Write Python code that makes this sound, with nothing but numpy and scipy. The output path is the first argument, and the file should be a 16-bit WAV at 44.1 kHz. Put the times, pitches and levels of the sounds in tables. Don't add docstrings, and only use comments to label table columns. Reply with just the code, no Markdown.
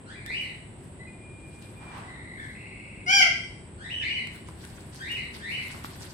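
import sys
import numpy as np
from scipy import signal
from scipy.fft import rfft, irfft, next_fast_len
from scipy.io import wavfile

SR = 44100
rng = np.random.default_rng(int(sys.argv[2]) if len(sys.argv) > 2 else 0)


def store_pcm(level_fs):
    pcm = np.round(np.clip(level_fs, -1, 1) * 32767).astype(np.int16)
    wavfile.write(sys.argv[1], SR, np.atleast_2d(pcm).T)


N = 270333
TIME = np.arange(N) / SR

# (frequency [Hz], left-right likeness [0-1])
STEREO_LIKENESS = [(60, 0.97), (170, 0.93), (350, 0.83), (700, 0.35), (1500, 0), (10000, 0.011)]
# (frequency [Hz], T60 [s])
PEN_T60 = [(300, 0.56), (1000, 0.36), (2300, 0.56), (5000, 0.57), (12000, 0.24)]
# (frequency [Hz], gain [dB])
RUMBLE_EQ = [(21, -49), (35, -7.5), (76, -2), (108, -3.5), (130, -0.5), (227, -5), (273, -8.5), (383, -7.5),
             (447, -15.5), (513, -14.5), (555, -16), (828, -20), (1400, -31), (1820, -42), (3080, -120)]
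AIR_EQ = [(1000, -18), (1500, 13.5), (2500, 13), (4000, 4), (6000, -7), (7000, -61.5)]
HISS_EQ = [(6500, -25), (7300, -7.5), (8000, 7), (8700, 1), (10000, -7), (10800, -23), (13000, -52)]

# (frequency [Hz], gain [dB])
FAR_THROAT = [(1100, 8), (1500, 1), (2200, 5.5), (3030, -0.5), (3220, 1), (3700, 5.5), (4500, -2),
              (5200, -10), (5900, -20), (7000, -19.5), (9000, -39)]
# (harmonic [number], level [dB])
YELP_PARTIALS = [(1, 3), (2, -7), (3, -5), (4, 2)]
WHISTLE_PARTIALS = [(1, 4.5), (2, -10.5)]
# (start [s], slide [s], hold [s], fall [s], start pitch [Hz], top pitch [Hz],
# slide level [dB], top level [dB])
YELPS = [(0.054, .085, 0.032, 0.041, 1321, 2390, -44.5, -48.5),
         (0.251, 0.081, .045, 0.09, 1674, 2940, -33.5, -33.5),
         (3.775, 0.12, 0.094, 0.028, 1447, 2982, -43, -33.5),
         (4.001, 0.08, 0.056, 0.065, 1657, 2925, -31, -31.5),
         (4.986, .098, .048, .105, 1526, 2900, -35.5, -33.5),
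         (5.398, 0.11, 0.024, 0.1, 1597, 2937, -35, -34)]
# (start [s], length [s], start pitch [Hz], end pitch [Hz], level [dB],
# fade [dB], roughness [0-1])
WHISTLES = [(0.992, .1, 1985, 2110, -45.5, -9, 0.16), (2.022, 1.03, 1920, 2265, -47.5, -4.5, 0.93),
            (2.375, 0.084, 1714, 1652, -43.5, -1.5, 0.8), (2.541, .48, 2612, 2670, -52, -3.5, 0.84)]
# (time [s], level [dB])
THIN_WHISTLE_LEVEL = [(1.06, -56), (1.084, -54.5), (1.198, -65), (1.23, -59), (1.684, -64), (1.746, -77),
                      (1.768, -58.5), (1.85, -55.5), (1.94, -55)]
# (time [s], pitch [Hz])
THIN_WHISTLE_PITCH = [(1.06, 2468), (1.2, 2418.5), (1.8, 2411.5), (1.94, 2365)]

# (frequency [Hz], gain [dB])
SCUFF_EQ = [(400, -14.5), (750, 0.5), (1000, 4), (1300, -2.5), (2000, -5.5), (4000, -17), (8000, -32),
            (13000, -46)]
STEP_EQ = [(200, 10), (500, 2), (1000, 9.5), (1900, -0.5), (3500, -10), (8000, -52)]
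FEATHER_EQ = [(600, -39), (1500, 7), (2500, -2), (4500, 1), (6500, -5.5), (8500, -1.5), (11000, -4),
              (16000, -19)]
# (peak time [s], length [s], level [dB])
SCUFFS = [(1.83, 0.057, -47), (1.965, 0.23, -41), (5.77, 0.18, -51), (6.02, 0.14, -58)]
SWISHES = [(.42, 0.16, -59), (.84, 0.095, -64), (1.62, 0.26, -60), (1.98, 0.08, -63), (2.44, .16, -60),
           (4.355, 0.071, -53), (4.485, 0.043, -53.5), (4.645, 0.11, -50.5), (4.775, 0.15, -56.5),
           (4.96, 0.18, -53.5), (5.125, 0.094, -51.5), (5.36, 0.091, -50), (5.52, 0.057, -50),
           (5.62, .1, -55), (5.705, 0.24, -50), (5.855, 0.023, -42.5), (5.912, 0.031, -53),
           (6.02, 0.14, -49)]
# (time [s], relative peak [dB])
STEPS = [(0.304, -42.5), (0.928, -61), (4.487, -44.5), (4.667, -55), (5.338, -51), (5.364, -46),
         (5.746, -42), (5.846, -34.5), (6.011, -43)]
QUILL_TICKS = [(0.2625, -27.5), (1.6234, -38), (4.2718, -32.5), (4.6508, -34), (4.9469, -36), (5.1174, -32),
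               (5.6814, -39), (5.8403, -32), (5.9052, -57), (5.956, -43)]

# (frequency [Hz], gain [dB])
RASP_EQ = [(2000, -14.5), (4100, -4.5), (4600, 0), (5200, 6.5), (6000, -13), (7000, -6), (7600, -34),
           (10300, -6), (12000, -37), (15500, -24)]
# (frequency [Hz], gain [dB])
PEACOCK_THROAT = [(740, -6.5), (1050, -17), (1450, -2.5), (1780, -0.5), (2100, 8.5), (2600, -6), (2850, -2),
                  (3230, 1), (3500, -22), (4080, -25), (4350, -14.5), (4800, -6), (5600, -6.5),
                  (7230, -19.5), (7500, -28), (15000, -36.5)]


def from_db(db):
    return 10 ** (np.asarray(db) / 20)


def rms_one(x):
    return x / np.sqrt(np.mean(x ** 2) + 1e-20)


def pan(x, left_db):
    return x * from_db([[left_db], [-left_db]])


def ramp(start_s, length_s, ends):
    return np.interp(TIME, [start_s, start_s + length_s], ends)


def in_time(rows, t):
    times, *columns = np.transpose(rows)
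    return [np.interp(t, times, column) for column in columns]


def at_hz(points, hz):
    frequencies, values = np.transpose(points)
    return np.interp(np.log(np.maximum(hz, 1)), np.log(frequencies), values)


def drift(rate_hz, size):
    lowpass = signal.butter(4, rate_hz, fs=SR, output="sos")
    return rms_one(signal.sosfilt(lowpass, rng.standard_normal(size + SR))[SR:])


def bandpass(x, low_hz, high_hz):
    return signal.sosfilt(signal.butter(2, [low_hz, high_hz], "band", fs=SR, output="sos"), x)


def equalise(x, curve):
    size = x.shape[-1]
    padded = next_fast_len(size)
    hz = np.arange(padded // 2 + 1) * SR / padded
    return irfft(rfft(x, padded) * from_db(at_hz(curve, hz)), padded)[..., :size]


def diffuse_noise(curve):
    mid_eq = [(hz, 10 * np.log10(1 + likeness)) for hz, likeness in STEREO_LIKENESS]
    side_eq = [(hz, 10 * np.log10(1.001 - likeness)) for hz, likeness in STEREO_LIKENESS]
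    mid = equalise(rng.standard_normal(N), mid_eq)
    side = equalise(rng.standard_normal(N), side_eq)
    return rms_one(equalise(np.array([mid + side, mid - side]), curve))


def pen_reverb(x, direct_db, wet_db, build_s, lag_s=0):
    t = TIME[:SR]
    edges_hz = np.geomspace(150, 18000, 9)
    white = rng.standard_normal((2, 2, SR))
    tail = np.zeros((2, SR))
    for k, (low, high) in enumerate(zip(edges_hz, edges_hz[1:])):
        t60_s = at_hz(PEN_T60, np.sqrt(low * high))
        tail += bandpass(white[k % 2], low, high) * from_db(-60 * t / t60_s)
    tail *= 1 - np.exp(-t / build_s)
    tail /= np.sqrt(np.sum(tail ** 2, axis=1, keepdims=True))
    stereo = np.broadcast_to(x, (2, N))
    direct = np.array([stereo[0], np.roll(stereo[1], round(lag_s * SR))])
    echoes = signal.fftconvolve(stereo, tail, axes=1)[:, :N]
    return from_db(direct_db) * direct + from_db(wet_db) * echoes


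def hum(pitch_hz, waver_hz):
    pitch = pitch_hz + waver_hz * drift(5.5, N)
    return np.sqrt(2) * np.sin(2 * np.pi * np.cumsum(pitch) / SR)


def outdoor_bed():
    steady_hum = from_db(-54) * hum(pitch_hz=104.1, waver_hz=2.116)
    drone_db = ramp(start_s=3.33, length_s=0.27, ends=(-70, -53.5))
    drone = from_db(drone_db) * hum(pitch_hz=78.8, waver_hz=3.94)
    rumble = from_db(-45.5) * diffuse_noise(RUMBLE_EQ)
    air = from_db(-61.5) * diffuse_noise(AIR_EQ)
    return pan(steady_hum + drone + rumble + air, left_db=0.56)


def thin_hiss(comb_spacing_hz=331.5):
    hiss = from_db(-58.5) * diffuse_noise(HISS_EQ)
    echo = 0.068 * np.roll(hiss, round(SR / comb_spacing_hz), axis=1)
    return pan(hiss + echo, left_db=-0.93)


def syrinx(contour, partials, throat, jitter, jitter_hz, shimmer, brightening=0, rasp_db=None):
    span = (TIME >= contour[0][0]) & (TIME <= contour[-1][0])
    size = span.sum()
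    pitch, level_db, rough = in_time(contour, TIME[span])
    tension_swing = np.tanh(drift(jitter_hz, size))
    phase = 2 * np.pi * np.cumsum(pitch * (1 + jitter * rough * tension_swing)) / SR
    tilt_db = brightening * (level_db - level_db.max())
    partials = [(k, db + tilt_db * (k - 1)) for k, db in partials]
    buzz = sum(from_db(db) * np.sin(k * phase + rng.uniform(0, 2 * np.pi)) for k, db in partials)
    effort = from_db(level_db) * signal.windows.tukey(size, 0.05)
    effort *= 1 + shimmer * rough * drift(jitter_hz, size)
    power = sum(from_db(db + at_hz(throat, k * pitch)) ** 2 / 2 for k, db in partials)
    voice = np.zeros(N)
    voice[span] = equalise(buzz * effort / np.sqrt(power), throat)
    if rasp_db is not None:
        puffs = rng.standard_normal(size) * (1 + np.cos(phase))
        voice[span] += from_db(rasp_db) * rough * effort * rms_one(equalise(puffs, RASP_EQ))
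    return voice


def yelp(start_s, slide_s, hold_s, fall_s, start_hz, top_hz, slide_db, top_db):
    slide_ratio, break_s = 1.47, 0.017
    low_rough, break_rough, top_rough = 0.53, 1, 0.32
    lengths_s, *columns = np.transpose([
        (0, start_hz, slide_db - 8.5, low_rough),
        (slide_s / 2, start_hz * np.sqrt(slide_ratio), slide_db, low_rough),
        (slide_s / 2, start_hz * slide_ratio, (slide_db + top_db) / 2, break_rough),
        (break_s, top_hz, top_db, top_rough),
        (hold_s, top_hz, top_db - 1, top_rough),
        (break_s, 2233, top_db - 1, break_rough),
        (fall_s, 1924, top_db - 15, low_rough)])
    contour = np.transpose([start_s + np.cumsum(lengths_s), *columns])
    return syrinx(contour, YELP_PARTIALS, FAR_THROAT, jitter=0.1003, jitter_hz=175.7, shimmer=0.6)


def whistle(start_s, length_s, start_hz, end_hz, level_db, fade_db, rough):
    attack_share = 0.17
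    peak_hz = start_hz + attack_share * (end_hz - start_hz)
    contour = [(start_s, start_hz, level_db - 5, rough),
               (start_s + attack_share * length_s, peak_hz, level_db, rough),
               (start_s + length_s, end_hz, level_db + fade_db, rough)]
    return syrinx(contour, WHISTLE_PARTIALS, FAR_THROAT, jitter=0.074, jitter_hz=132, shimmer=1)


def thin_whistle(trim_db=-0.5, rough=0.29):
    times, level_db = np.transpose(THIN_WHISTLE_LEVEL)
    pitch, = in_time(THIN_WHISTLE_PITCH, times)
    contour = np.transpose([times, pitch, level_db + trim_db, np.full_like(times, rough)])
    return syrinx(contour, WHISTLE_PARTIALS, FAR_THROAT,
                  jitter=0.013, jitter_hz=22, shimmer=1, brightening=0.6)


def far_birds():
    yelps = sum(yelp(*row) for row in YELPS)
    thin = thin_whistle()
    whistles = from_db(-3) * thin + sum(whistle(*row) for row in WHISTLES)
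    far_yelps = pen_reverb(yelps, direct_db=-10, wet_db=-1, build_s=0.0027, lag_s=0.00042)
    far_whistles = pen_reverb(whistles, direct_db=-4, wet_db=-5, build_s=0.0051, lag_s=0.00036)
    return pan(thin + far_yelps + far_whistles, left_db=0.76)


def stroke_envelope(strokes, standing_db, turning_db):
    rise_share, depth_db = 0.62, 14
    bed_db = ramp(start_s=3.2, length_s=2.5, ends=(standing_db, turning_db))
    power = from_db(bed_db) ** 2
    for peak_s, length_s, level_db in strokes:
        from_peak = np.maximum((peak_s - TIME) / rise_share, TIME - peak_s) / length_s
        power += from_db(level_db - depth_db * np.minimum(from_peak, 10)) ** 2
    return np.sqrt(power)


def scuffing():
    return stroke_envelope(SCUFFS, standing_db=-63, turning_db=-56) * diffuse_noise(SCUFF_EQ)


def taps(hits, curve, decay_s, gain_db):
    track = np.zeros((2, N + SR))
    t = TIME[:SR // 10]
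    for time_s, peak_db in hits:
        burst = equalise(rng.standard_normal((2, len(t))), curve) * np.exp(-t / decay_s)
        start = round(time_s * SR)
        track[:, start:start + len(t)] += from_db(peak_db + gain_db) * burst / np.abs(burst).max()
    return track[:, :N]


def feather_rustle(slips_per_s=1300, slip_spread_db=4.5, swish_db=5, swish_hz=21.7):
    slips = (rng.random((2, N)) < slips_per_s / SR) * rng.choice([-1, 1], (2, N))
    slip_sizes = from_db(slip_spread_db * np.minimum(rng.exponential(1, (2, N)), 4))
    friction = rng.standard_normal((2, N))
    rubbing = rms_one(slips * slip_sizes) + friction
    edges_hz = np.linspace(600, 16500, 9)
    plumes = np.zeros((2, N))
    for k, (low, high) in enumerate(zip(edges_hz, edges_hz[1:])):
        flutter = from_db(swish_db * drift(swish_hz, N))
        plumes += (-1) ** k * bandpass(rubbing, low, high) * flutter
    envelope = stroke_envelope(SWISHES, standing_db=-91, turning_db=-64.5)
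    return envelope * rms_one(equalise(plumes, FEATHER_EQ))


def peacock_movement():
    ticks = taps(QUILL_TICKS, FEATHER_EQ, decay_s=0.0015, gain_db=-1)
    steps = taps(STEPS, STEP_EQ, decay_s=0.0037, gain_db=9.5)
    return pen_reverb(ticks + steps + feather_rustle(), direct_db=2, wet_db=-5.5, build_s=0.0045)


def honk_contour(start_s=3.06, crest_s=3.145, hold_db=-18):
    start_hz, top_hz, end_hz = 701.5, 797.8, 663
    lift_s, fall_s, flatness = 0.061, 0.072, 3.1
    stages_s = start_s + np.cumsum([0, 0.025, 0.067, 0.072, 0.031, 0.012, 0.012])
    t = TIME[(TIME >= stages_s[0]) & (TIME <= stages_s[-1])]
    level_db = hold_db + np.interp(t, stages_s, [-18, -5, 0, 0, -16.5, -9, -26])
    rising = t < crest_s
    from_crest = np.abs(t - crest_s) / np.where(rising, lift_s, fall_s)
    tension = np.exp(-from_crest ** flatness)
    pitch = tension * top_hz + (1 - tension) * np.where(rising, start_hz, end_hz)
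    rough = np.interp(pitch, [end_hz, top_hz], [0.5, 0.28])
    return np.transpose([t, pitch, level_db, rough])


def peacock_honk():
    harmonics = [(k, 0) for k in range(1, 20)]
    honk = syrinx(honk_contour(), harmonics, PEACOCK_THROAT,
                  jitter=0.035, jitter_hz=147, shimmer=0.14, brightening=0.11, rasp_db=-9.5)
    ringing = pen_reverb(honk, direct_db=-3, wet_db=0, build_s=0.00037, lag_s=0.00037)
    return pan(ringing, left_db=0.65)


def scene():
    return peacock_movement() + peacock_honk() + far_birds() + scuffing() + outdoor_bed() + thin_hiss()


def record(dry, cutoff_hz=15900):
    return signal.sosfilt(signal.ellip(10, 0.1, 90, cutoff_hz, fs=SR, output="sos"), dry)


dry = scene()
out = record(dry)
store_pcm(out)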